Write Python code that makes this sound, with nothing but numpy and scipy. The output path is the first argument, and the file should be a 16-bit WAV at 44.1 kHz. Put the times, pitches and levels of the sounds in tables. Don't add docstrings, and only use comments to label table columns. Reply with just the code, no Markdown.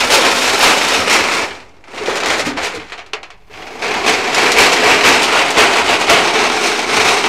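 import sys
import numpy as np
from scipy import signal
from scipy.fft import rfft, irfft, next_fast_len
from scipy.io import wavfile
from scipy.ndimage import uniform_filter1d

SR = 44100
rng = np.random.default_rng(int(sys.argv[2]) if len(sys.argv) > 2 else 0)


def invert_db(level):
    return 10 ** (np.asarray(level, dtype=float) / 20)


def unload_wav(signal):
    wavfile.write(
        sys.argv[1],
        SR,
        np.round(np.clip(np.atleast_2d(signal).T, -1, 1) * 32767).astype(np.int16),
    )


N = 321048
MODE_COUNT = 1400


def evened(x):
    return x / np.sqrt(np.mean(x ** 2) + 1e-20)


def read(points, hz):
    f, value = np.transpose(points)
    return np.interp(np.log(hz + 1), np.log(f + 1), value)


def resonate(x, hz, width):
    return signal.lfilter(*signal.iirpeak(hz, hz / width, SR), x)


def wander(smooth_s):
    size = max(round(smooth_s * SR), 1)
    once = uniform_filter1d(rng.standard_normal(N), size)
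    return evened(uniform_filter1d(once, size))


def yard():
    # frequency in Hz, level in dB.
    air_tone = [(12, -31.5), (20, 6), (48, 7), (116, -6.5), (365, -22), (468, -31), (879, -28), (980, -39),
                (2700, -39), (14000, -40)]
    level_db = -51.5 + 1.1 * wander(0.087)
    colour = invert_db(read(air_tone, np.fft.rfftfreq(N, 1 / SR)))
    air = irfft(rfft(rng.standard_normal(N)) * colour, N)
    return invert_db(level_db) * evened(air)


def surge(t, peak_s, rise_s, fall_s):
    edge_db = -12.5
    return edge_db * np.maximum((peak_s - t) / max(rise_s, .005), (t - peak_s) / max(fall_s, .005))


def load():
    # time in seconds, rattle in dB,
    # stone-on-stone chatter in dB above it, wall boom in dB above it.
    rolling = [(0.0, -17.5, -5, -2), (0.5, -17.5, -1.5, -1.5), (1.0, -18, -6.5, -3), (1.455, -20, -13, -3),
               (1.465, -33, -22, -3), (1.68, -52.5, -19, 7), (1.83, -60, -5, 10), (1.96, -34, -6, 6),
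               (2.2, -24, -15, 0), (2.74, -30, -22, -7.5), (2.9, -40.5, -16, -6), (3.12, -53, -20, 5),
               (3.47, -57, -16, 0), (3.54, -39, -15, -1.5), (3.815, -33.5, -12, 2.5), (3.83, -20, -18, -2),
               (4.6, -19.5, -9.5, -3), (7.28, -19.5, -10.5, -2.5)]
    # peak in seconds, rattle in dB, fall in seconds, chatter in dB.
    slams = [
        (0.01, -7, 0.01, -11.5),
        (0.148, -6.5, 0.032, -2),
        (0.64, -8, 0.1, -5),
        (1.12, -8.5, 0.089, -4.5),
        (2.31, -12.5, 0.067, -10),
        (4.087, -9.5, 0.081, -9.5),
        (4.601, -5, 0.12, -9.5),
        (5.072, -6, 0.14, -10),
        (5.601, -2.5, 0.065, -14),
        (6.114, -6, 0.12, -14),
    ]
    # peak in seconds, rattle in dB,
    # length in seconds, chatter in dB.
    slides = [(0.259, -11, .1, -20.5), (0.949, -16.5, 0.14, -5.5), (1.343, -21, 0.22, -1.5),
              (2.103, -20.5, 0.12, -12.5), (2.175, -20, 0.059, -7), (2.252, -15, 0.03, -21),
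              (2.403, -16, 0.061, -5.5), (2.473, -17, 0.055, -8.5), (2.59, -16, 0.029, -29),
              (2.653, -15, 0.082, -10), (2.756, -26.5, 0.039, -6), (3.627, -32.5, 0.051, -18),
              (4.396, -12.5, 0.1, -11), (4.46, -10.5, 0.18, -13), (4.734, -16.5, 0.03, 1.5),
              (4.907, -8, 0.3, -14), (5.241, -15.5, 0.037, 1.5), (5.383, -10.5, 0.24, -14.5),
              (5.767, -12, 0.21, -14), (5.918, -11, 0.18, -14), (6.019, -12.5, 0.056, -11),
              (6.286, -15, 0.06, -35), (6.407, -14, 0.39, -15.5), (6.667, -14.5, 0.14, -6.5),
              (6.967, -14, 0.14, -7.5), (7.095, -12.5, 0.33, -8), (7.242, -15, 0.011, -9),
              (0.702, -10.5, 0.058, -21), (6.558, -23, 0.13, -67)]
    # time in seconds, dip in dB.
    pauses = [(0.33, -1.5), (0.52, -4), (1.27, -1.5), (2.2, -5.5), (2.435, -7.5), (2.555, -9), (4.77, 0),
              (5.45, -2), (5.84, -5), (5.985, -4.5), (6.33, -4.5), (6.86, -7), (7.03, -1.5), (7.221, -5)]
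    slam_rise_s, slide_rise = 0.034, .5
    lull_s, lull_db, lull_width_s = .06, -4, .025
    surge_boom, boom_lead_s = -0.23, 0.011

    t = np.arange(0, N / SR + .02, .002)
    s, *columns = np.transpose(rolling)
    rolling_db, chatter_db, boom_db = (np.interp(t, s, db) for db in columns)
    rows = [(rolling_db, chatter_db)]
    for at, db, length, extra in slides:
        rows.append((db + surge(t, at, slide_rise * length, (1 - slide_rise) * length), extra))
    dip_db = sum(lull_db * np.exp(-((t - at + lull_s) / lull_width_s) ** 2) for at, *_ in slams)
    dip_db = dip_db + sum(db * np.exp(-((t - at) / 0.016) ** 2) for at, db in pauses)
    rows = [(db + dip_db, extra) for db, extra in rows]
    rows += [(db + surge(t, at, slam_rise_s, fall), extra) for at, db, fall, extra in slams]

    rattle_db = 10 * np.log10(sum(invert_db(db) ** 2 for db, _ in rows))
    chatter_db = 10 * np.log10(sum(invert_db(db + extra) ** 2 for db, extra in rows))
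    boom_db = rattle_db + boom_db + surge_boom * (rattle_db - rolling_db)
    boom_db = np.interp(t + boom_lead_s, t, boom_db)
    heard = np.arange(N) / SR + 0.0065
    return [np.interp(heard, t, db) for db in (rattle_db, boom_db, chatter_db)]


def table(load_db):
    # resonance in Hz, width in Hz, level in dB.
    table_modes = [(57, 60, -2.5), (83.3, 21, 3.5), (171, 24, 2)]
    # time in seconds, level in dB.
    jolt_rows = [(0.03, -35), (0.32, -41), (0.5, -35), (0.66, -34), (1.0, -35), (1.23, -35), (1.34, -41),
                 (1.55, -50), (1.7, -57), (2.29, -44), (2.46, -32), (2.55, -39), (2.78, -38), (3.57, -48),
                 (3.97, -41), (4.12, -41), (4.59, -29.5), (5.05, -31), (5.13, -44), (5.6, -35), (5.88, -38),
                 (4.88, -37), (6.11, -33), (6.99, -41), (7.05, -37)]
    # start in seconds, peak in dB, pitch in Hz, t60 in seconds.
    bump_rows = [(0.169, 3.5, 513, 0.12), (0.585, 0, 810, 0.1), (1.329, -12, 586, 0.12),
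                 (1.76, -39, 333, 0.24), (2.01, -4, 418, 0.095), (2.083, 11, 468, 0.038),
                 (2.31, -2, 600, 0.11), (2.385, -6, 604, 0.1), (2.6, -10, 793, 0.1), (2.98, -17, 702, 0.12),
                 (3.585, -22, 800, 0.08), (3.652, -17, 800, 0.13), (3.752, -13, 800, 0.06),
                 (3.77, -22, 450, 0.15), (4.815, 4, 597, 0.08), (2.466, -5, 289.4, 0.27),
                 (2.497, -20, 300, 0.2), (2.739, -12.5, 446, 0.22), (2.775, -13, 308, 0.11),
                 (3.497, -20, 428, 0.082), (4.574, 7, 453, 0.13), (4.4, -8, 773, 0.17),
                 (4.87, 7, 720, 0.068), (5.58, -5, 450, 0.087), (6.102, -1.5, 690, 0.32),
                 (7.185, -17, 440, 0.083)]
    jolt_rise_db_s, jolt_fall_db_s = 400, 205

    time, noise = np.arange(N) / SR, rng.standard_normal(N)
    shake = invert_db(-42.5 + 0.34 * (load_db + 9.5) + wander(.04))
    step = time[::100]
    jolts = sum(invert_db(db - np.maximum(jolt_rise_db_s * (s - step), jolt_fall_db_s * (step - s)))
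                for s, db in jolt_rows)
    shake = shake + np.interp(time, step, jolts)
    shaken = sum(invert_db(db) * resonate(resonate(noise, hz, w), hz, 2 * w) for hz, w, db in table_modes)
    out = evened(shaken) * shake

    t = np.arange(9000) / SR
    for (s, peak_db, hz, t60), detune in zip(bump_rows, rng.standard_normal((len(bump_rows), 5))):
        cluster = np.sin(2 * np.pi * hz * np.outer(t, 1 + 0.12 * detune)).sum(1)
        cluster = cluster + 2.4 * np.sin(2 * np.pi * hz * t)
        bump = invert_db(peak_db - 13.5 - 60 * t / t60) * (1 - np.exp(-t / 0.017)) * cluster
        part = out[round(s * SR):][:len(t)]
        part += bump[:len(part)]
    return out


def grit(load_db):
    rasp_s = (3.38, 3.55, 4.05, 4.3)
    grains = rng.standard_normal(N) * invert_db(3 * wander(.002))
    hiss = evened(signal.sosfilt(signal.butter(2, 9000, "high", fs=SR, output="sos"), grains))
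    moving = np.interp(np.arange(N) / SR, rasp_s, (0, 1, 1, 0))
    return hiss * moving * invert_db(-49 + 0.41 * (load_db + 20))


def ticks():
    # start in seconds, peak in dB, centre in Hz.
    tick_rows = [(0.538, -10, 3500), (0.885, -10, 8000), (2.235, -3, 3500), (2.245, -9, 4000),
                 (2.259, -9, 5000), (2.274, -9, 3000), (2.285, -1.5, 4500), (2.408, -15, 4500),
                 (3.134, -3, 3300), (3.2315, -22, 3800), (3.307, -40, 6500), (3.817, -21, 5000),
                 (3.844, -23, 7000), (3.868, -21, 5500), (1.6928, -40, 5000), (1.841, -42, 6000),
                 (3.5325, -33, 4500), (3.822, -16, 3480), (3.942, -28, 11000), (4.518, -11, 6500),
                 (5.231, -9, 7500), (5.506, -9, 6500), (6.818, -15, 6000), (7.241, -5, 2500),
                 (0.592, -14, 11000), (0.35, -22, 12000), (2.09, -12, 1500), (2.318, -4, 1500),
                 (2.388, -9, 1200), (3.404, -42, 3000)]
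    t60_s, width = 0.0076, 0.7
    out, t = np.zeros(N + 600), np.arange(600) / SR
    for (s, peak_db, hz), noise in zip(tick_rows, rng.standard_normal((len(tick_rows), len(t)))):
        burst = invert_db(peak_db + 7 - 60 * t / t60_s) * (1 - np.exp(-t / 0.00032)) * noise
        out[round(s * SR):][:len(t)] += resonate(resonate(burst, hz, width * hz), hz, width * hz)
    return out[:N]


def knock():
    # mode in Hz, level in dB, t60 in seconds.
    floor_modes = [(424, -7, 0.23), (1421, -7, 0.11), (1809, -7, 0.15), (2557, 0, 0.13), (2842, -9, 0.22),
                   (3338, 2, 0.07), (3720, -10, 0.12), (4360, -10, 0.12), (5437, -10, 0.082),
                   (5900, -3, 0.052)]
    start_s, level_db, spread, damp = 3.1335, -25, .035, 0.73
    out, t = np.zeros(N), np.arange(8000) / SR
    near = 1 + spread * rng.standard_normal((len(floor_modes), 4))
    ring = 0
    for (hz, db, t60), detune in zip(floor_modes, near):
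        cluster = np.sin(2 * np.pi * hz * np.outer(t, detune)).sum(1)
        ring = ring + invert_db(level_db + db - 60 * t / (damp * t60)) * cluster
    out[round(start_s * SR):][:len(t)] = ring * (1 - np.exp(-t / .0008))
    return out


def wall():
    # frequency in Hz, level in dB per Hz.
    steel_tone = [(59, -49), (100, -41), (118, -12.5), (243, -2), (306, 3), (430, 5), (565, 0), (698, 3),
                  (760, 2), (1560, -5), (2230, -4.5), (3200, -10), (4390, -12.5), (6990, -19),
                  (15600, -41.5)]
    # frequency in Hz, t60 in seconds.
    ring_times = [(100, 0.94), (400, 0.39), (1200, 0.26), (3500, 0.17), (8000, 0.13), (16000, 0.1)]
    place = (np.arange(MODE_COUNT) + .5 * rng.random(MODE_COUNT)) / MODE_COUNT
    hz = 100 + 15900 * place ** 1.6
    t, t60 = np.arange(6000, dtype=np.float32) / SR, read(ring_times, hz)
    rings = np.sin(2 * np.pi * np.float32(hz)[:, None] * t) * invert_db(-60 * t / np.float32(t60)[:, None])
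    rings = rings * (1 + 0.39 * np.exp(-t / 0.018) + 0.92 * np.exp(-t / 0.0016))
    strength = invert_db(read(steel_tone, hz)) * np.sqrt(place ** .6 / t60)
    boom = 1 / (1 + (hz / 1250) ** 4)
    chatter = 1 / (1 + (5000 / hz) ** 4)
    return rings, strength * np.sqrt([boom, 1 - boom - chatter, chatter])


def panels(x):
    # centre in Hz, width in Hz, level in dB.
    face_up = [(540, 47, 9.5), (896, 17, 6.5), (1300, 150, -0.5), (2090, 650, -44)]
    face_down = [(420, 78, 5.5), (710, 34, 0), (2290, 190, -11), (2830, 230, -15), (4200, 380, -8.5)]
    cavity_modes = [(2500, 690, -9.5), (248.2, 16, -0.5)]
    turn_s, upright_s, upright_db = 2.3, 0.51, -9
    since_turn = np.arange(N) / SR - turn_s
    turned = np.clip(since_turn / 2.7 + .5, 0, 1)
    up, down, cavity = (sum(invert_db(db) * resonate(x, hz, w) for hz, w, db in rows)
                        for rows in (face_up, face_down, cavity_modes))
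    cavity = cavity * invert_db(upright_db * np.exp(-(since_turn / upright_s) ** 2))
    return x + cavity + invert_db(-10) * (1 - turned) * up + invert_db(-8.0) * turned * down


def stones(rings, shares):
    # start in seconds, peak in dB, crack in Hz, chatter in dB.
    strong_stones = [(0.1024, -1, 2320, 0), (0.2239, -14, 2360, -16), (0.4761, -3, 2040, -4),
                     (0.534, -3, 2020, -4), (0.61, -6, 2620, 5), (0.816, -2, 1940, -21),
                     (0.885, -6, 2400, 3), (2.202, -8, 2500, -5), (1.4842, -16, 2700, -20),
                     (1.55, -17, 2500, -15), (1.6, -23, 2000, -15), (1.508, -13, 2730, -24),
                     (1.692, -36, 2160, -22), (1.766, -36, 2660, -14), (1.8398, -25, 2270, -24),
                     (1.881, -25, 2020, -21), (1.933, -27, 1940, -18), (1.9777, -8.5, 2140, -31),
                     (2.0586, -10.5, 2180, -2), (2.247, -12, 2280, -10), (2.155, -8, 2300, -2),
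                     (2.2335, -3.5, 2290, -23), (2.2584, -5.5, 2370, 0), (2.286, -9, 2350, -16),
                     (2.307, -7, 2010, -19), (2.37, -21, 2200, -9), (2.4718, -17, 1560, -22),
                     (2.5721, -5, 2320, -24), (2.6392, -13, 2260, 2), (2.7598, -27, 1680, -15),
                     (2.7985, -15.5, 2680, -22),
                     (3.4975, -34, 1300, -19), (3.5247, -28, 2190, -23), (3.5382, -21, 2460, -21),
                    (3.5736, -18.5, 2120, -21), (3.6225, -17, 2470, -25), (3.6674, -18, 2170, -21),
                    (3.752, -27, 2010, -26), (3.822, -7.5, 2430, -17), (3.8634, -8, 2460, -22),
                    (3.9392, -4, 2210, -27), (4.0609, -20, 2330, -24), (4.3293, -9, 2390, -15),
                    (4.345, -1.5, 2470, -0.5), (4.5177, -6, 2170, 8), (4.5656, -2, 2230, -20),
                    (4.5847, 11, 2210, -19), (5.0085, 0.5, 2500, -22), (5.04, 3.5, 2400, -13),
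                    (5.049, 5.5, 2300, -13), (5.3167, -7.5, 2110, -10), (5.7107, -3, 2900, -10),
                    (5.3496, -6.5, 2210, -24), (5.504, -23.5, 2310, 19.5), (5.863, -9, 2120, -22),
                    (6.0825, -9, 2170, -31), (6.0974, 4.5, 2380, -4.5), (6.3531, 0, 2440, -27),
                    (6.5229, -17, 2240, -20), (6.595, -6.5, 2130, -19), (6.895, -6, 2520, -24),
                    (6.9996, 3, 1970, -16), (7.045, -4.5, 1640, -10), (7.2404, 2, 2600, -29)]
    stray_stones = [(2.8977, -19, 2700, -15), (2.9209, -9.5, 1990, -21), (2.93, -16, 2770, -24),
                    (2.9783, -15, 3320, -19), (2.9908, -13.5, 2840, -31), (3.0194, -29, 2680, -24),
                    (3.062, -27, 3740, -6), (3.133, -3.5, 3380, -28), (3.2307, -14, 3620, -23),
                    (3.303, -19, 1200, -22), (3.4037, -43, 2710, -20)]
    rows = [(*row, -9, -10) for row in strong_stones]
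    rows += [(*row, -17, -19) for row in stray_stones]

    out, t = np.zeros(N + 2 * rings.shape[1]), np.arange(rings.shape[1]) / SR
    chance = rng.standard_normal((len(rows), MODE_COUNT + 5))
    shape, waits = chance[:, 5:], (7 * chance[:, :5]) % 1
    rung = np.float32(shape[:, None] * shares).reshape(-1, MODE_COUNT) @ rings
    rung = rung.reshape(len(rows), len(shares), -1)
    for (s, peak_db, hz, chatter_db, boom_db, rebound_db), spot, wait, parts in zip(rows, shape, waits, rung):
        parts = parts / np.sqrt((parts[:, :400] ** 2).mean(1, keepdims=True))
        gains = invert_db(peak_db - 14.5 + np.array([boom_db, 0., chatter_db]))
        crack = np.sin(2 * np.pi * hz * t) * np.cos(2 * np.pi * 0.071 * hz * t)
        crack = invert_db(peak_db + 2.5 - 60 * t / 0.0076) * crack
        hit = (gains @ parts + crack) * (1 - np.exp(-t / 0.00056))
        blows = np.zeros(1400)
        rebounds = np.clip(wait * .022 * SR, 0, 1399).astype(int)
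        blows[rebounds] = invert_db(rebound_db - 7.1 * wait) * np.sign(spot[:5])
        blows[0] = 1
        out[round(s * SR):][:len(t) + 1399] += signal.fftconvolve(hit, blows)
    return out[:N]


def hail(level_db, per_s, spread_db):
    rate = per_s * invert_db(.17 * (level_db + 15.0))
    size = invert_db(spread_db * np.minimum(rng.exponential(1, N), 3.3))
    return size * (rng.random(N) < rate / SR) / np.sqrt(rate)


def steadied(strikes):
    power = uniform_filter1d(strikes ** 2, round(.05 * SR))
    return strikes * (abs(power) / np.mean(strikes ** 2) + 0.048) ** -.5


def gravel(rings, shares, level_db, boom_db, chatter_db):
    spot_count, stretches = 14, 7
    spot_colour_db = 2.5
    on_steel = hail(level_db, 1200, 3.71) * invert_db(1.72 * wander(0.012))
    on_stone = hail(level_db, 1200, 4.4)
    length = N // stretches + 1
    at_spot = rng.integers(0, spot_count, length) == np.arange(spot_count)[:, None]
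    shape, colour = rng.standard_normal((2, stretches, spot_count, MODE_COUNT))
    shape = shape * invert_db(spot_colour_db * evened(uniform_filter1d(colour, size=90, axis=2)))
    hard = invert_db(3 * np.clip(rng.standard_normal(N), -1.5, 2))
    layers = ((boom_db + 40., on_steel / hard),
              (level_db + 40.5, on_steel),
              (chatter_db + 39., on_steel * hard + 1.15 * on_stone))

    size = next_fast_len(length + rings.shape[1])
    out = np.zeros(N + 2 * size)
    for share, (layer_db, strikes) in zip(shares, layers):
        drive = np.float32(np.pad(steadied(strikes) * invert_db(layer_db), (0, length)))
        for k, spots in enumerate(shape):
            rung = np.float32(spots * share) @ rings
            rung = rung / np.linalg.norm(rung, axis=1, keepdims=True)
            both = rfft(drive[k * length:][:length] * at_spot, size) * rfft(rung, size)
            out[k * length:][:size] += irfft(both.sum(0), size)
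    return out[:N]


def scene():
    levels_db = load()
    around = yard() + table(levels_db[0]) + grit(levels_db[0]) + ticks() + knock()
    rings, shares = wall()
    tank = panels(stones(rings, shares) + gravel(rings, shares, *levels_db))
    tank = signal.sosfilt(signal.butter(4, 130, "high", fs=SR, output="sos"), tank)
    echoes = np.zeros(2000)
    echoes[[0, 190, 430, 820, 1500]] = 0.76, 0.013, -0.052, 0.069, -0.043
    return (signal.oaconvolve(tank, echoes)[:N] + around)[None]


def top_cut(x):
    return signal.sosfilt(signal.butter(12, 15740, fs=SR, output="sos"), x)


def record(dry):
    capsule = signal.lfilter(*signal.butter(2, 14000, fs=SR), dry)
    capsule = signal.lfilter(*signal.butter(1, 22, "high", fs=SR), capsule)
    clipped = np.clip(capsule, -.69, .68) + .0075
    rounded = signal.lfilter(*signal.butter(2, 16500, fs=SR), clipped)
    rounded = signal.sosfilt(signal.ellip(8, .3, 60, 15650, fs=SR, output="sos"), rounded)
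    return top_cut(rounded)


dry = scene()
out = record(dry)
unload_wav(out)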